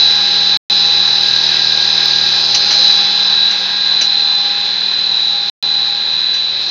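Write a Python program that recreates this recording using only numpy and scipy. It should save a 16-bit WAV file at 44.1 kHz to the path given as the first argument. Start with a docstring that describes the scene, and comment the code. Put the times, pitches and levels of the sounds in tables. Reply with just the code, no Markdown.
"""A high, throbbing whine over rushing air: a plastic extrusion line in a factory hall, heard from a
handheld microphone carried from the open inverter cabinet to the control desk. The motor sings at the
inverter's 4 kHz switching rate, in a comb of sidebands that swell and fade in the hall's standing waves.
Cooling fans hum and rush, a few light knocks sound, and twice the sound cuts out for an instant."""
import sys
import numpy as np
from scipy import signal
from scipy.fft import rfft, irfft
from scipy.io import wavfile
from scipy.ndimage import map_coordinates

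SR = 44100
rng = np.random.default_rng(int(sys.argv[2]) if len(sys.argv) > 2 else 0)


def dump_mix(stems):
    """Bounce the given channels to the path in sys.argv[1] as a 16-bit WAV at rate SR."""
    frames = np.atleast_2d(stems).T  # one column per channel
    limited = np.clip(frames, -1, 1)  # hard clip at full scale
    pcm = np.round(limited * 32767).astype(np.int16)
    wavfile.write(sys.argv[1], SR, pcm)


N = 295470
T = np.arange(N) / SR
FREQS = np.arange(N // 2 + 1) * SR / N


def undb(db):
    """Decibels to gain."""
    return 10 ** (np.asarray(db) / 20)


def unit(x):
    """Scale to rms 1."""
    return x / np.sqrt(np.mean(np.abs(x) ** 2))


def curves(table):
    """The columns of a (seconds, ..) table at every sample."""
    seconds, *columns = np.transpose(table)
    return [np.interp(T, seconds, column) for column in columns]


def wander(rate):
    """Smooth random motion of spread near 1, through `rate` random values a second."""
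    coarse = T[::64]
    spline = map_coordinates(rng.standard_normal(1024), [coarse * rate], order=3, mode="wrap")
    return np.interp(T, coarse, spline)


def tone(hz, phase):
    """A sine of rms 1."""
    return np.sqrt(2) * np.sin(2 * np.pi * hz * T + phase)


def hum(hz, db):
    """A tone that wavers slightly in level and phase."""
    return undb(db + 0.7 * wander(15)) * tone(hz, 2 * np.pi * rng.random() + 0.11 * wander(4.1))


def resonance(hz, width):
    """Power response of one resonance."""
    return 1 / (1 + ((FREQS ** 2 - hz ** 2) / (np.maximum(FREQS, 1) * width)) ** 2)


def ringing(modes):
    """Noise of rms 1 in steep resonances, each given as Hz, width in Hz, relative dB."""
    response = sum(undb(db) * resonance(hz, width) for hz, width, db in modes)
    return unit(irfft(rfft(rng.standard_normal(N)) * response, N))


# Resonances of the fan housings and ducts. Each row: centre in Hz, width in Hz, lift in dB.
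DUCT_MODES = [(803, 150, 6.5), (1650, 240, 7), (2555, 370, 5.5)]
def rush(spectrum, flicker_db, flicker_rate, ripple_db=2.46, ripple_hz=22):
    """Turbulent air coloured by the ducts and rippled by wall reflections; each octave flutters alone."""
    hz, db = np.transpose(spectrum)
    octave = np.log2(np.maximum(FREQS, 1))
    colour_db = np.interp(octave, np.log2(hz), db)
    colour_db += sum(lift * resonance(centre, width) for centre, width, lift in DUCT_MODES)
    colour_db += ripple_db * np.interp(FREQS / ripple_hz, np.arange(2048), rng.standard_normal(2048))
    coloured = rfft(rng.standard_normal(N)) * undb(colour_db)
    bands = (irfft(coloured * np.maximum(1 - np.abs(octave - k), 0), N) for k in range(4, 15))
    return unit(sum(band * undb(flicker_db * wander(flicker_rate)) for band in bands))


# Room tone of the hall. Each row: frequency in Hz, relative spectral level in dB.
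HALL_SPECTRUM = [(25, -32), (70, -26), (105, -12.5), (150, -7.5), (240, -9), (300, -5), (500, -6.5),
                 (630, -8.5), (900, -5), (1150, -5.5), (2900, -2.5), (3900, 9), (5600, -9), (7000, -18)]
def hall_roar(hall_db):
    """The machines of the hall merge into one roar around the microphone."""
    return undb(hall_db - 22.0) * rush(HALL_SPECTRUM, flicker_db=1.34, flicker_rate=15)


# Distant hums. Each row: pitch in Hz, base level in dB, dB gained per dB of hall level.
DISTANT_HUMS = [(196, -42, 1.8), (390.4, -55, 1), (578, -55, -1.1), (717, -56, -0.5), (1082, -53.5, 0.2),
                (1348, -47.5, 1.5), (2460, -40.5, 0.6), (2806, -47, 1.5), (2800, -49.5, 0.5)]
def line_motors(hall_db):
    """Fans and motors hum further along the line, each rising or falling as the microphone moves."""
    return sum(hum(hz, db + slope * hall_db) for hz, db, slope in DISTANT_HUMS)


# Bumps right at the microphone. 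Each row: centre in seconds, level in dB, half length in seconds.
HAND_BUMPS = [(2.62, -45, .07), (4.11, -46, .05)]
def handling_noise(hz=105, width_hz=60):
    """Dull rumble of the hand shifting its grip."""
    envelope = sum(undb(db) * np.exp(-((T - centre) / half) ** 2) for centre, db, half in HAND_BUMPS)
    return ringing([(hz, width_hz, 0)]) * envelope


# Two notes at the second knock. Each row: start in seconds, pitch in Hz, level in dB, t60 in seconds.
HOLLOW_NOTES = [(2.705, 647, -30, 0.23), (2.785, 512, -22.5, 0.14)]
def hollow_rings(attack_s=0.017):
    """Something hollow rings briefly, on one low note at a time."""
    out = 0
    for start, hz, db, t60 in HOLLOW_NOTES:
        age = np.maximum(T - start, 0)
        envelope = np.minimum(age / attack_s, 1) * np.exp(-np.log(1000) * age / t60)
        out += undb(db) * envelope * tone(hz, 0)
    return out


# Bright ring and low body of the knocked parts. 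Each row: centre in Hz, width in Hz, relative dB.
CLACK_MODES = [(2870, 380, -4.5), (4650, 120, 6.5), (5700, 910, -2.5), (6300, 190, -14.5)]
THUD_MODES = [(110, 60, -12), (310, 130, -5), (650, 160, 3), (1430, 770, -3), (2300, 1400, 4.5)]
# Light knocks and scuffs. Each row: start in seconds, level in dB, rise in seconds, t60 in seconds,
# thud against clack in dB.
CONTACTS = [(2.545, -8, .003, 0.091, -13), (2.705, -16, 0.0022, 0.27, -5), (3.507, -27.5, .003, 0.31, -3),
            (4.008, -14.5, 0.0056, 0.16, -6.5), (6.33, -28, 0.012, 0.27, -15)]
def knocks():
    """Each contact rattles broad resonances and dies away in the hall."""
    clack, thud = ringing(CLACK_MODES), ringing(THUD_MODES)
    out = 0
    for start, db, rise, t60, thud_db in CONTACTS:
        attack = np.clip((T - start) / rise, 0, 1)
        decay = np.exp(-np.log(1000) * np.maximum(T - start - rise, 0) / t60)
        out += undb(db) * attack * decay * (clack + undb(thud_db) * thud)
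    return out


# Hums close to the open cabinet. Each row: pitch in Hz, level in dB.
CLOSE_HUMS = [(116.7, -42.5), (361.5, -42.5), (509, -47.5)]
def cabinet_hum(hum_db):
    """The inverter cabinet hums low, fainter away from its door."""
    return sum(hum(hz, db + hum_db) for hz, db in CLOSE_HUMS)


# The blade tone and its octave on the way to the desk. Each row: time in seconds, relative level in dB.
BLADE_LEVELS = [(0, -36), (1.1, -36.5), (1.45, -39.5), (3.0, -34.5), (3.85, -44), (4.2, -35.5),
                (4.65, -34.5), (4.92, -52), (5.12, -40.5), (5.95, -37), (6.3, -54), (6.7, -51)]
OCTAVE_LEVELS = [(0, -35.5), (.5, -40), (.88, -51.5), (1.25, -33), (2.15, -31), (2.7, -46), (3.4, -33),
                 (3.85, -34.5), (4.1, -40.5), (4.9, -49.5), (6.7, -48)]
def blower(blade_hz=813.3, lift_db=1.1):
    """The passing blades sound a steady tone and its octave, which flutter together."""
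    drift, flutter_db = .15 * wander(4), .7 * wander(12)
    levels = curves(BLADE_LEVELS) + curves(OCTAVE_LEVELS)
    return sum(undb(db + lift_db + flutter_db) * tone(k * blade_hz, k * drift)
               for k, db in enumerate(levels, 1))


# Cooling air, close up. Each row: frequency in Hz, relative spectral level in dB.
AIR_SPECTRUM = [(25, -35.5), (70, -39), (130, -26.5), (240, -27.5), (470, -15.5), (1100, -17),
                (2100, -20.5), (3000, -14), (3700, -3.5), (4400, 3), (5000, 1), (5500, -7.5), (6300, -14),
                (7000, -28.5)]
# Its whistle. One row: pitch in Hz, width in Hz, level at the cabinet in dB.
AIR_WHISTLE = (5115, 16, -31.5)
def heat_sink(air_db):
    """Air rushes through the inverter's heat sink and whistles faintly."""
    air = undb(-18.5) * rush(AIR_SPECTRUM, flicker_db=.3, flicker_rate=30)
    whistle = undb(AIR_WHISTLE[2]) * ringing([AIR_WHISTLE])
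    return undb(air_db) * (air + whistle)


# The four strongest sidebands. Each entry: order, relative level in dB.
STRONG_SIDEBANDS = {-5: -4.2, -1: 0, 1: -.5, 5: -3.2}
# Their joint level at the microphone. Each row: time in seconds, level in dB.
WHINE_LEVELS = [(0, -7.5), (.2, -13.5), (.95, -12), (1.4, -14), (2.67, -14.5), (2.88, -8), (3.08, -15),
                (3.45, -10.5), (3.63, -21), (3.9, -12.5), (4.35, -13), (4.55, -18), (5.28, -13.5),
                (5.45, -18.5), (5.77, -13.5), (5.97, -17.5), (6.3, -14), (6.7, -19.5)]
# Their balance. Each row: time in seconds, tilt towards the lower pair in dB.
WHINE_TILT = [(0, 3.5), (.5, 3), (1.4, 6), (1.95, 3.5), (3.75, 3.5), (4.35, -15.5), (4.62, -3), (5.0, -9.5),
              (5.3, 6), (5.58, -9), (6.5, 5)]
def standing_wave_gains(restless, trade_db=4.0, trade_rate=6):
    """As the hand moves, standing waves pass the whine's power from one strong sideband to another."""
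    whine_db, tilt_db = curves(WHINE_LEVELS) + curves(WHINE_TILT)
    gains = {order: undb(db - np.sign(order) * tilt_db / 2 + trade_db * restless * wander(trade_rate))
             for order, db in STRONG_SIDEBANDS.items()}
    total = np.sqrt(sum(gain ** 2 for gain in gains.values()))
    return {order: undb(whine_db) * gain / total for order, gain in gains.items()}


# The rest of the comb. Each entry: order, relative level in dB.
WEAK_SIDEBANDS = {-37: -46, -35: -47, -31: -38.5, -29: -35.5, -25: -36, -23: -39, -21: -44, -19: -34.5, -17:
                  -31.5, -15: -43, -13: -36, -11: -29, -9: -40, -7: -32, -3: -27, 3: -30, 7: -34.5, 9:
                  -36.5, 11: -33.5, 13: -41, 17: -39, 21: -41, 23: -42, 27: -43, 29: -44}
# Fainter whine from the line's other drives. Each row: pitch in Hz, relative level in dB.
OTHER_WHINES = [(3540, -45), (3688, -41), (3807, -41), (4000, -33.5), (4075, -43), (4153, -40), (4343, -40),
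                (4460, -45.5)]
def motor_whine(restless, hall_db, switch_hz=3999.1, drive_hz=19.43, fade_db=3):
    """Switching sidebands throb twice a drive cycle when in step; standing waves scatter and fade them."""
    doppler_phase = 0.86 * wander(1.2)

    def fading(db):
        return undb(db + 0.7 + hall_db) * unit(undb(fade_db * restless * wander(4.9)))

    def partial(hz, phase):
        scatter = rng.uniform(-np.pi, np.pi) + 0.7 * wander(1.223)
        return tone(hz, phase + doppler_phase + restless * scatter)

    gains = standing_wave_gains(restless)
    gains.update({order: fading(db) for order, db in WEAK_SIDEBANDS.items()})
    comb = 0
    for order, gain in gains.items():
        # The motor frame shifts the outer sidebands out of step, which rounds off the throbs.
        frame_phase = .03 * order ** 2 * rng.standard_normal()
        comb += gain * partial(switch_hz + order * drive_hz, frame_phase)
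    return comb + sum(fading(db) * partial(hz, 2 * np.pi * rng.random()) for hz, db in OTHER_WHINES)


# The walk from cabinet to desk. Each row: time in seconds, gains in dB of the cabinet's air, its hum
# and the hall, restlessness of the hand (0 is still).
MICROPHONE_PATH = [(0, -1, -1.5, -0.5, 0.7), (.5, -3.3, -3, 2, 0.9), (.9, -1.5, -1, 0.95, 0.6),
                   (1.3, -1, -.5, 0.5, 0.2), (2.2, -0.3, 0, 1, .17), (2.6, 1.5, 0, 0, 1.1),
                   (2.85, 1.7, -5.5, 1.5, 1.1), (3.1, -3, -6.5, 1, 1.2), (3.8, -9, -20, -0.5, 0.4),
                   (4.3, -10, -14, -1, 0.77), (4.8, -12, -12.5, -2, 0.9), (5.85, -13, -8.5, -2.5, 0.7),
                   (6.2, -15.5, -11, -3.5, 1), (6.5, -15.5, -10, -4, 1.2), (6.7, -8, -6.5, -3.5, 1.2)]
def scene():
    """Roar, rushing air, whine, hums and knocks at one moving microphone, in mono."""
    air_db, hum_db, hall_db, restless = curves(MICROPHONE_PATH)
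    air = hall_roar(hall_db) + heat_sink(air_db)
    whine = motor_whine(restless, hall_db)
    hums = blower() + cabinet_hum(hum_db) + line_motors(hall_db)
    return (air + whine + hums + knocks() + hollow_rings() + handling_noise())[None]


# Gaps where the sound cuts out. Each row: start in seconds, end in seconds.
GAPS = [(.5705, .6985), (5.4985, 5.6265)]
def record(dry, top_hz=7050, recorder_hz=16000, image_db=-14):
    """A narrow-band recorder drops out twice, leaks a faint image of its treble and clips high peaks."""
    live = np.ones(N)
    for start, end in GAPS:
        live[(T > start) & (T < end)] = 0
    narrow = signal.sosfilt(signal.ellip(8, .3, 60, top_hz, fs=SR, output="sos"), dry)
    # The image lies mirrored about half the recorder's sampling rate and dies away above 9 kHz.
    mirrored = narrow * 2 * np.cos(2 * np.pi * recorder_hz * T)
    image = signal.sosfilt(signal.butter(18, 9000, fs=SR, output="sos"), mirrored)
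    clipped = np.clip((narrow + undb(image_db) * image) * live, -1, 1)
    return signal.sosfilt(signal.ellip(8, .2, 70, 16000, fs=SR, output="sos"), clipped)


dry = scene()
out = record(dry)
dump_mix(out)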